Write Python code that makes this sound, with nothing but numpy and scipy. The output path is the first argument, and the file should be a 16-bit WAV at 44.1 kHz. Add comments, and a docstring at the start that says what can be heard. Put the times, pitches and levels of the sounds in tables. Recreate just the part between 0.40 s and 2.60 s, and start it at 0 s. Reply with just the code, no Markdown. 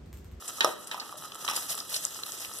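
"""Bacon hisses and fries throughout, while fat spits and a wooden spoon knocks a glass bowl and a steel pot.
Place: a kitchen, over a low rumble of flame and room. Fizz is shaped noise and ringing bubbles; pulses excite the pot's air.
Spits are cracks with a ringing bubble; knocks are struck modes with a crack and a rattle.
Microphone: two phone capsules, each losing a slightly delayed share of the other to widen the image."""
import sys
import numpy as np
from scipy import signal
from scipy.fft import rfft, irfft, next_fast_len
from scipy.io import wavfile

SR = 44100
rng = np.random.default_rng(int(sys.argv[2]) if len(sys.argv) > 2 else 0)


def generate_wav(sig):
    """Save sig (samples, or channels by samples) to the path in sys.argv[1] as 16-bit PCM at SR."""
    pcm = np.round(np.clip(np.atleast_2d(sig).T, -1, 1) * 32767).astype(np.int16)
    wavfile.write(sys.argv[1], SR, pcm)


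def volts_from_db(level):
    """Convert decibel levels to linear amplitude ratios."""
    exponent = np.asarray(level, float) / 20
    return 10 ** exponent


N = 97020  # 2.2 s


def rms_one(x):
    """Scale to rms 1."""
    return x / np.sqrt(np.mean(x ** 2) + 1e-20)


def at_hz(points, hz):
    """Read a table on a log-frequency axis."""
    table_hz, values = np.array(points)[:, 0], np.array(points)[:, 1]
    return np.interp(np.log(hz), np.log(table_hz), values)


def drift(rate_hz):
    """Slow random wander of spread 1: noise through two equal poles at rate_hz, computed every 40 samples."""
    r = np.exp(-80 * np.pi * rate_hz / SR)
    noise = rng.standard_normal(N // 40 + 2002)
    slow = signal.lfilter([1], [1, -2 * r, r * r], noise)[2000:]
    return np.interp(np.arange(N) / 40, np.arange(len(slow)), rms_one(slow))


def ring(push, hz, t60):
    """A damped resonator: a unit click sets a sine of height 1 ringing."""
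    r = volts_from_db(-60 / (max(t60, 1e-4) * SR))
    w = 2 * np.pi * hz / SR
    return signal.lfilter([0, np.sin(w)], [1, -2 * r * np.cos(w), r * r], push + 1e-18)


def late(x, lag_s, gain=1):
    """Delay by any fraction of a sample; gain may be a function of frequency."""
    size = next_fast_len(N + 256)
    hz = np.fft.rfftfreq(size, 1 / SR)
    weight = gain(hz + 1) if callable(gain) else gain
    return irfft(rfft(x, size) * weight * np.exp(-2j * np.pi * hz * lag_s), size)[..., :N]


def clicks_at(s, size):
    """A train of clicks at given times."""
    out = np.zeros(N)
    out[(np.asarray(s) * SR).astype(int)] = size
    return out


def sparse(per_s, spread_db):
    """Random clicks of uneven size and sign."""
    chance, size, sign = rng.random((3, N))
    level_db = spread_db * np.minimum(-np.log(size + 1e-9), 4.0)
    return (chance < per_s / SR) * volts_from_db(level_db) * np.sign(sign - .5)


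def bands(spectrum, shape, alike):
    """Third-octave noise at two capsules; shape(hz) is a band's envelope, alike(hz) its correlation."""
    out, white = 0, rng.standard_normal((2, 2, N))
    edges = 28 * 2 ** np.arange(0, 9.4, 1 / 3)
    for k, (low, high) in enumerate(zip(edges, edges[1:])):
        hz = np.sqrt(low * high)
        if spectrum[0][0] * .8 < hz < spectrum[-1][0] * 1.2:
            band = signal.butter(2, [low, high], "band", fs=SR, output="sos")
            mid, side = signal.sosfilt(band, white[k % 2])
            c = np.clip(alike(hz), -1, 1)
            pair = np.sqrt(1 + c) * mid + np.sqrt(1 - c) * side * [[1], [-1]]
            out = out + volts_from_db(at_hz(spectrum, hz)) * shape(hz) * pair
    return out


# Flame and room. Each row: frequency in Hz, relative level in dB per Hz.
FLOOR_SPECTRUM = [(30, -32), (45, 0.5), (130, 7), (300, 6.5), (500, 0), (900, -13.5), (1300, -102)]
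# Likeness of that floor at the two capsules. Each row: frequency in Hz, correlation.
FLOOR_LIKENESS = [(40, 0.57), (150, 0.93), (500, 0.6)]


def flame_and_room():
    """Low noise whose bands each waver on their own."""
    noise = bands(FLOOR_SPECTRUM, lambda hz: volts_from_db(3.13 * drift(21.0)), lambda hz: at_hz(FLOOR_LIKENESS, hz))
    return volts_from_db(-52) * rms_one(noise)


def kitchen(x):
    """Room reverberation: eight feedback delays a side, duller on every round."""
    t60_s, wall_cut_hz, room_db = 0.57, 9700, -23.5
    size = next_fast_len(N + SR)
    z = np.exp(-2j * np.pi * np.fft.rfftfreq(size))
    dull = np.exp(-2 * np.pi * wall_cut_hz / SR)
    out = np.zeros((2, len(z)), complex)
    lags = (rng.uniform(.006, .03, size=16) * SR).astype(int)
    for k, lag in enumerate(lags):
        loop = volts_from_db(-60 * lag / SR / t60_s) * (1 - dull) / (1 - dull * z) * z ** lag
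        out[k % 2] += loop / (1 - loop) * (-1) ** (k // 2)
    return volts_from_db(room_db) * irfft(out * rfft(x, size), size)[:, :N]


# Narrow dips of the phone's stereo widening. Each row: frequency in Hz, width in Hz, depth in dB.
MIC_DIPS = [(2252, 123, -8), (4580, 92, -8)]


def dipped(x):
    """Two narrow dips from the phone's stereo widening, applied to the frying and the rattles."""
    def gain(hz):
        return volts_from_db(sum(db * np.exp(-((hz - at) / width) ** 2) for at, width, db in MIC_DIPS))
    return late(x, 0, gain)


def fall(s, size, t60):
    """Clicks that each die away exponentially."""
    return signal.lfilter([1], [1, -volts_from_db(-60 / (t60 * SR))], clicks_at(s, size) + 1e-18)


# Rattle after a knock. Each row: frequency in Hz, relative level in dB.
RATTLE = [(250, 3), (600, -3.5), (1300, -5), (3000, 1.5), (6000, -6.5), (14000, -36)]
# Decay of the rattle. 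Each row: frequency in Hz, 60 dB fall time in seconds.
RATTLE_T60 = [(300, 0.5), (700, 0.25), (1500, 0.33), (6000, 0.17), (14000, .1)]
# Likeness of the rattle at the two capsules. Each row: frequency in Hz, correlation.
RATTLE_LIKENESS = [(300, 0.94), (1200, 0.22), (3000, 0.12)]


def knocks(rows, modes, high_modes, low_cut_hz):
    """Every blow strikes the modes near its favoured pitch hardest, cracks, and leaves a rattle that dies by band."""
    spread_db, lag_s = 2, 0.00021
    waver_db, waver_hz = 4, 30
    rattle_sag = 1.35  # the rattle sits this factor below the favoured pitch
    s, db, pitch_hz, octaves, tail_db, crack_db = np.transpose(rows)

    def near(hz):
        return -6 * (np.log2(hz / pitch_hz) / np.maximum(octaves, .1)) ** 2

    luck = spread_db * rng.standard_normal((len(s), len(modes) + len(high_modes)))
    body = np.zeros(N)
    for k, (hz, level_db, t60) in enumerate(modes):
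        strike = clicks_at(s, volts_from_db(db + level_db + near(hz) + luck[:, k]))
        # food and oil sliding about make each mode swell and sink
        waver = volts_from_db(waver_db * np.clip(drift(waver_hz), -2, 1))
        body += ring(strike, hz, t60) * waver
    for k, (hz, level_db, t60) in enumerate(high_modes):
        strike = clicks_at(s, volts_from_db(db + crack_db + level_db + luck[:, -1 - k]))
        body += ring(strike, hz, t60)
    body = signal.sosfilt(signal.butter(2, low_cut_hz, "high", fs=SR, output="sos"), body)
    bright_band = signal.butter(2, [1500, 13000], "band", fs=SR, output="sos")
    bright = signal.sosfilt(bright_band, rng.standard_normal(N))
    body = body + fall(s, volts_from_db(db + crack_db), 0.015) * bright

    def rattle_shape(hz):
        level_db = db + tail_db + 8.5 + 0.24 * near(hz * rattle_sag)
        return fall(s, volts_from_db(level_db), at_hz(RATTLE_T60, hz))

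    rattle = bands(RATTLE, rattle_shape, lambda hz: at_hz(RATTLE_LIKENESS, hz))
    return np.array([body, late(body, lag_s)]) + dipped(rattle)


# Spoon taps on the glass bowl. Each row: start in seconds, strike level in dB, favoured pitch in Hz,
# octaves around it, rattle in dB (before an 8.5 dB lift) and crack in dB, both relative to the strike.
BOWL_TAPS = [(.2073, -3, 2800, 1.38, -25.5, -15), (.5132, -22.5, 2510, 0.98, -14, -3.5),
             (1.0787, -15.5, 3100, 0.41, -14.5, -13)]
# Modes of the glass bowl. Each row: frequency in Hz, level in dB, 60 dB fall time in seconds.
BOWL_MODES = [(357, -5, .25), (917, -12.5, 0.16), (1485, -16.5, 0.069), (1807, -1, 0.034),
              (2420, -33, 0.034), (2980, -28, 0.014), (3100, -9.5, 0.032), (3690, -13, 0.019),
              (3876, -6, 0.044), (4300, -10.5, 0.022), (5350, -40, 0.049), (6420, -24, 0.055)]


def bowl_taps():
    """The wooden spoon knocks the bowl it is scraped from; the glass rings in its modes."""
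    return knocks(BOWL_TAPS, BOWL_MODES, [], low_cut_hz=1540)


# Spoon knocks on the steel pot. Each row: start in seconds, strike level in dB, favoured pitch in Hz,
# octaves around it, rattle in dB (before an 8.5 dB lift) and crack in dB, both relative to the strike.
POT_KNOCKS = [(.184, -29, 1290, 0.22, -27, -4), (0.2457, -7, 845, 0.75, -27, -6),
              (.544, -8, 1022, 0.12, -24, -24.5), (.578, -29.5, 1270, 0.22, -17, -18),
              (.615, -33.5, 1250, 0.85, -10, -12), (.658, -38, 1350, 0.21, -25, -2),
              (0.7255, -21, 1114, 0.1, -26, -22), (.742, -25, 647, 0.085, -30, -36),
              (.795, -43, 1280, 0.23, -25, -14), (.846, -25.5, 1340, 0.14, -25, -12.5),
              (1.05, -35, 1270, 0.12, -17, 4), (1.082, -24, 1280, 0.14, -25, -20),
              (1.0872, -18, 1260, 0.17, -34, -5), (1.0985, -29.5, 1320, 0.22, -22, 6.5),
              (1.112, -13.5, 947, .1, -24, -13), (1.135, -32.5, 1150, 0.42, -17, 4),
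              (1.864, -35, 1300, 0.13, -31, -8)]
# Modes of the pot. Each row: frequency in Hz, level in dB, 60 dB fall time in seconds.
POT_MODES = [(367.5, -5, .2), (449, -19.5, 0.38), (506, -12, 0.059), (573, -19.5, 0.15), (606.3, -16, 0.25),
             (637.4, -18, 0.16), (704, -21, 0.15), (762.4, -23, 0.18), (857, -12.5, 0.036),
             (897, -23.5, 0.17), (944, -29, 0.21), (1004, -18, 0.048), (1173, -8, 0.034), (1240, -34, .3),
             (1248, -5.5, 0.064), (1360, -33, 0.067), (1570, -23, .25), (1773, -9, 0.098)]
# Short high modes woken by the crack. Each row: frequency in Hz, level in dB, 60 dB fall time in seconds.
POT_HIGH_MODES = [(3420, -30, 0.024), (4000, -10, 0.041), (5160, -11, 0.02), (5350, -6.5, 0.042),
                  (5880, -11, 0.031), (8080, -17, 0.022), (10140, -25.5, 0.053), (11700, -12, 0.027),
                  (13800, -14, .015)]


def pot_knocks():
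    """The spoon strikes the steel pot: low modes ring by pitch, high ones with the crack."""
    return knocks(POT_KNOCKS, POT_MODES, POT_HIGH_MODES, low_cut_hz=313)


# Spits of fat. Each row: start in seconds, level in dB before a 6 dB cut, pitch in Hz,
# 60 dB fall time of the noise burst in seconds.
FAT_SPITS = [(0.079, -12.5, 7560, 0.036), (0.409, -25.5, 10300, 0.028), (0.443, -23.5, 8000, 0.054),
             (0.472, -16.5, 9000, 0.011), (0.5977, -15, 4630, 0.055), (0.771, -24, 8000, 0.016),
             (0.9197, -20.5, 3100, 0.014), (0.9588, -21, 8000, 0.014), (1.049, -16, 5460, 0.03),
             (1.163, -7.5, 10900, 0.012), (1.165, -11, 5600, 0.013), (1.3054, -15, 11400, 0.042),
             (1.3522, -8.5, 11200, 0.01), (1.3884, -16, 5300, 0.041), (1.4015, -13, 5000, 0.026),
             (1.493, -26, 3800, 0.022), (1.5412, -11.5, 4080, 0.066), (1.562, -11, 5300, 0.042),
             (1.6254, -15, 7600, 0.019), (1.6514, 4, 7100, 0.0061), (1.7453, -18, 5500, 0.014),
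             (1.8339, -11, 4020, 0.011), (1.8706, -17, 8500, 0.0065), (1.92, -13.5, 6450, 0.01),
             (2.0, -26, 8000, 0.015), (2.0475, -16, 3180, 0.017), (2.136, -15.5, 10200, 0.014),
             (2.186, -12, 10100, 0.025)]


def spits():
    """Each spit is a short crack of bright noise and a bubble that rings; it nudges the air in the pot."""
    crack_db, air_db, air_t60_s = -19.5, -32, .015
    right_db, right_lag_s = -6, 0.00011
    out = np.zeros(N + SR)
    noises = np.diff(rng.standard_normal((len(FAT_SPITS), 2001)))  # differencing brightens
    t = np.arange(2000) / SR
    for (s, db, hz, t60), noise in zip(FAT_SPITS, noises):
        crack = noise * volts_from_db(-60 * t / max(t60, .001)) * np.minimum(t / 0.00021, 1)
        bubble = ring(crack, hz, 11.0 / hz)
        air = ring(crack, POT_AIR_MODES[0][0], air_t60_s)
        burst = bubble / abs(bubble).max() + volts_from_db(crack_db) * crack + volts_from_db(air_db) * air / abs(air).max()
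        start = int(s * SR)
        out[start:start + 2000] += volts_from_db(db - 6.0) * burst
    left = out[:N]
    return np.array([left, volts_from_db(right_db) * late(left, right_lag_s)])


# Colour of the fizz. Each row: frequency in Hz, relative level in dB per Hz.
FIZZ_SPECTRUM = [(600, -1.5), (1000, -22.5), (2000, -2), (3500, -3), (5500, 2.5), (8000, 3.5), (11000, 3.5),
                 (15000, -2.5)]
# Likeness of the hiss at the two capsules. Each row: frequency in Hz, correlation.
FIZZ_LIKENESS = [(700, 0.2), (2000, 0.23), (5000, 0.43), (14000, 0.33)]


def hiss(swell):
    """Fine fizz as noise whose bands swell partly together, partly alone."""
    return rms_one(bands(FIZZ_SPECTRUM, lambda hz: volts_from_db(1.8 * swell + 1.87 * drift(24.0)),
                         lambda hz: at_hz(FIZZ_LIKENESS, hz)))


def bubbles(swell):
    """Bursting bubbles of 24 sizes around the pot floor, each ringing for a few cycles."""
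    base_per_s, spread_db, cycles = 720, 3.5, 6.8
    burst = sparse(base_per_s * volts_from_db(6.7 * swell), spread_db)
    dealt = rng.integers(0, 24, N)
    grains = 0
    for k, hz in enumerate(np.geomspace(2500, 14000, num=24)):
        one = volts_from_db(at_hz(FIZZ_SPECTRUM, hz)) * hz * ring(burst * (dealt == k), hz, cycles / hz)
        # each size reaches the second capsule up to 12 samples early or late
        grains = grains + np.array([one, np.roll(one, rng.integers(-12, 13))])
    return rms_one(grains)


# Air resonances of the pot. Each row: frequency in Hz, width in Hz (raised to at least 110), level in dB.
POT_AIR_MODES = [(1298, 30, -0.5), (940, 50, -17.5), (1804, 470, -7), (3100, 430, -5.5), (3866, 83, -7.5)]


def pot_air():
    """Random pulses and a little noise set the air in the pot ringing."""
    base_per_s, least_width_hz = 220, 110
    push = sparse(base_per_s * volts_from_db(3.6 * drift(26.0)), 6.96) + 0.41 * rng.standard_normal(N)
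    air = 0
    for hz, width, db in POT_AIR_MODES:
        t60 = np.log(1000) / (np.pi * max(width, least_width_hz))
        air = air + volts_from_db(db) * rms_one(ring(push, hz, t60))
    return rms_one(air)


# Vigour of the frying. Each row: time in seconds, fizz level in dB and pot-air level in dB, before trims.
VIGOUR = [(0.0, -48, -46.5), (0.13, -43.5, -49), (0.26, -43, -38.5), (0.39, -52, -48), (0.88, -50.5, -47),
          (1.08, -39.5, -41), (1.22, -37.5, -42.5), (1.45, -44.5, -47), (1.58, -39, -50.5),
          (1.69, -42, -47.5), (2.2, -42.5, -49.5)]
# The fat flares up as food lands or is turned. Each row: start in seconds, level in dB before trims,
# rise in seconds, 60 dB fall time in seconds.
FAT_FLARES = [(0.076, -32.5, 0.0031, 0.1), (0.467, -43, 0.0048, 1), (0.772, -40, 0.0053, 0.47),
              (1.046, -32, 0.0042, 0.049), (1.161, -31, 0.002, 0.14), (1.277, -29.5, 0.025, 0.56),
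              (1.492, -38, 0.0028, 0.47), (1.537, -33.5, 0.0079, 0.66), (1.857, -34, 0.004, 0.17),
              (1.918, -36.5, 0.0017, 0.18), (1.997, -39, 0.0035, 0.43)]


def frying():
    """Hiss and bubbles follow the vigour and flares of the fat; the pot's air follows its own level."""
    hiss_db, bubbles_db, air_db = 2, -3, -4  # trims
    s, fizz_db, low_db = np.transpose(VIGOUR)
    t = np.arange(N) / SR
    fizz_level = volts_from_db(np.interp(t, s, fizz_db))
    air_level = volts_from_db(np.interp(t, s, low_db))
    for at, db, rise, t60 in FAT_FLARES:
        since = np.maximum(t - at, 0)
        flare = volts_from_db(db - 60 * since / max(t60, .02)) * np.minimum(since / max(rise, .001), 1)
        fizz_level = np.hypot(fizz_level, flare)
    swell = drift(23.0)
    fizz = volts_from_db(hiss_db) * hiss(swell) + volts_from_db(bubbles_db) * bubbles(swell)
    return fizz_level * fizz + air_level * volts_from_db(air_db) * pot_air()


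def scene():
    """What reaches the two capsules; the room answers the spits and knocks heard at the left one."""
    events = spits() + bowl_taps() + pot_knocks()
    return dipped(frying()) + events + kitchen(events[0]) + flame_and_room()


def low_pass(x):
    """Removes everything above the highest recorded frequency."""
    return signal.sosfilt(signal.butter(12, 16390, fs=SR, output="sos"), x)


# Share of the other capsule taken away. Each row: frequency in Hz, share from left, share from right.
CAPSULE_SHARE = [(103, 0.27, 0.77), (450, 0.68, 0.91), (1250, 0.82, 1), (2320, 1, 0.99), (4500, 0.093, 1),
                 (8000, 0.31, 0.16), (14000, 0.19, 0.083)]


def record(dry):
    """Each side loses a delayed share of the other capsule; the lows and the top are cut."""
    lag_s, top_hz, low_cut_hz = 0.0004436, 14180, 45

    def share(hz):
        columns = np.array(CAPSULE_SHARE)
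        return np.clip([at_hz(columns[:, [0, side]], hz) for side in (1, 2)], 0, 1)

    wide = dry - late(dry[::-1], lag_s, share)
    wide = signal.sosfilt(signal.ellip(8, .5, 55, top_hz, fs=SR, output="sos"), wide)
    wide = signal.sosfilt(signal.butter(2, low_cut_hz, "high", fs=SR, output="sos"), wide)
    return low_pass(volts_from_db(-3.0) * wide)


dry = scene()
out = record(dry)
generate_wav(out)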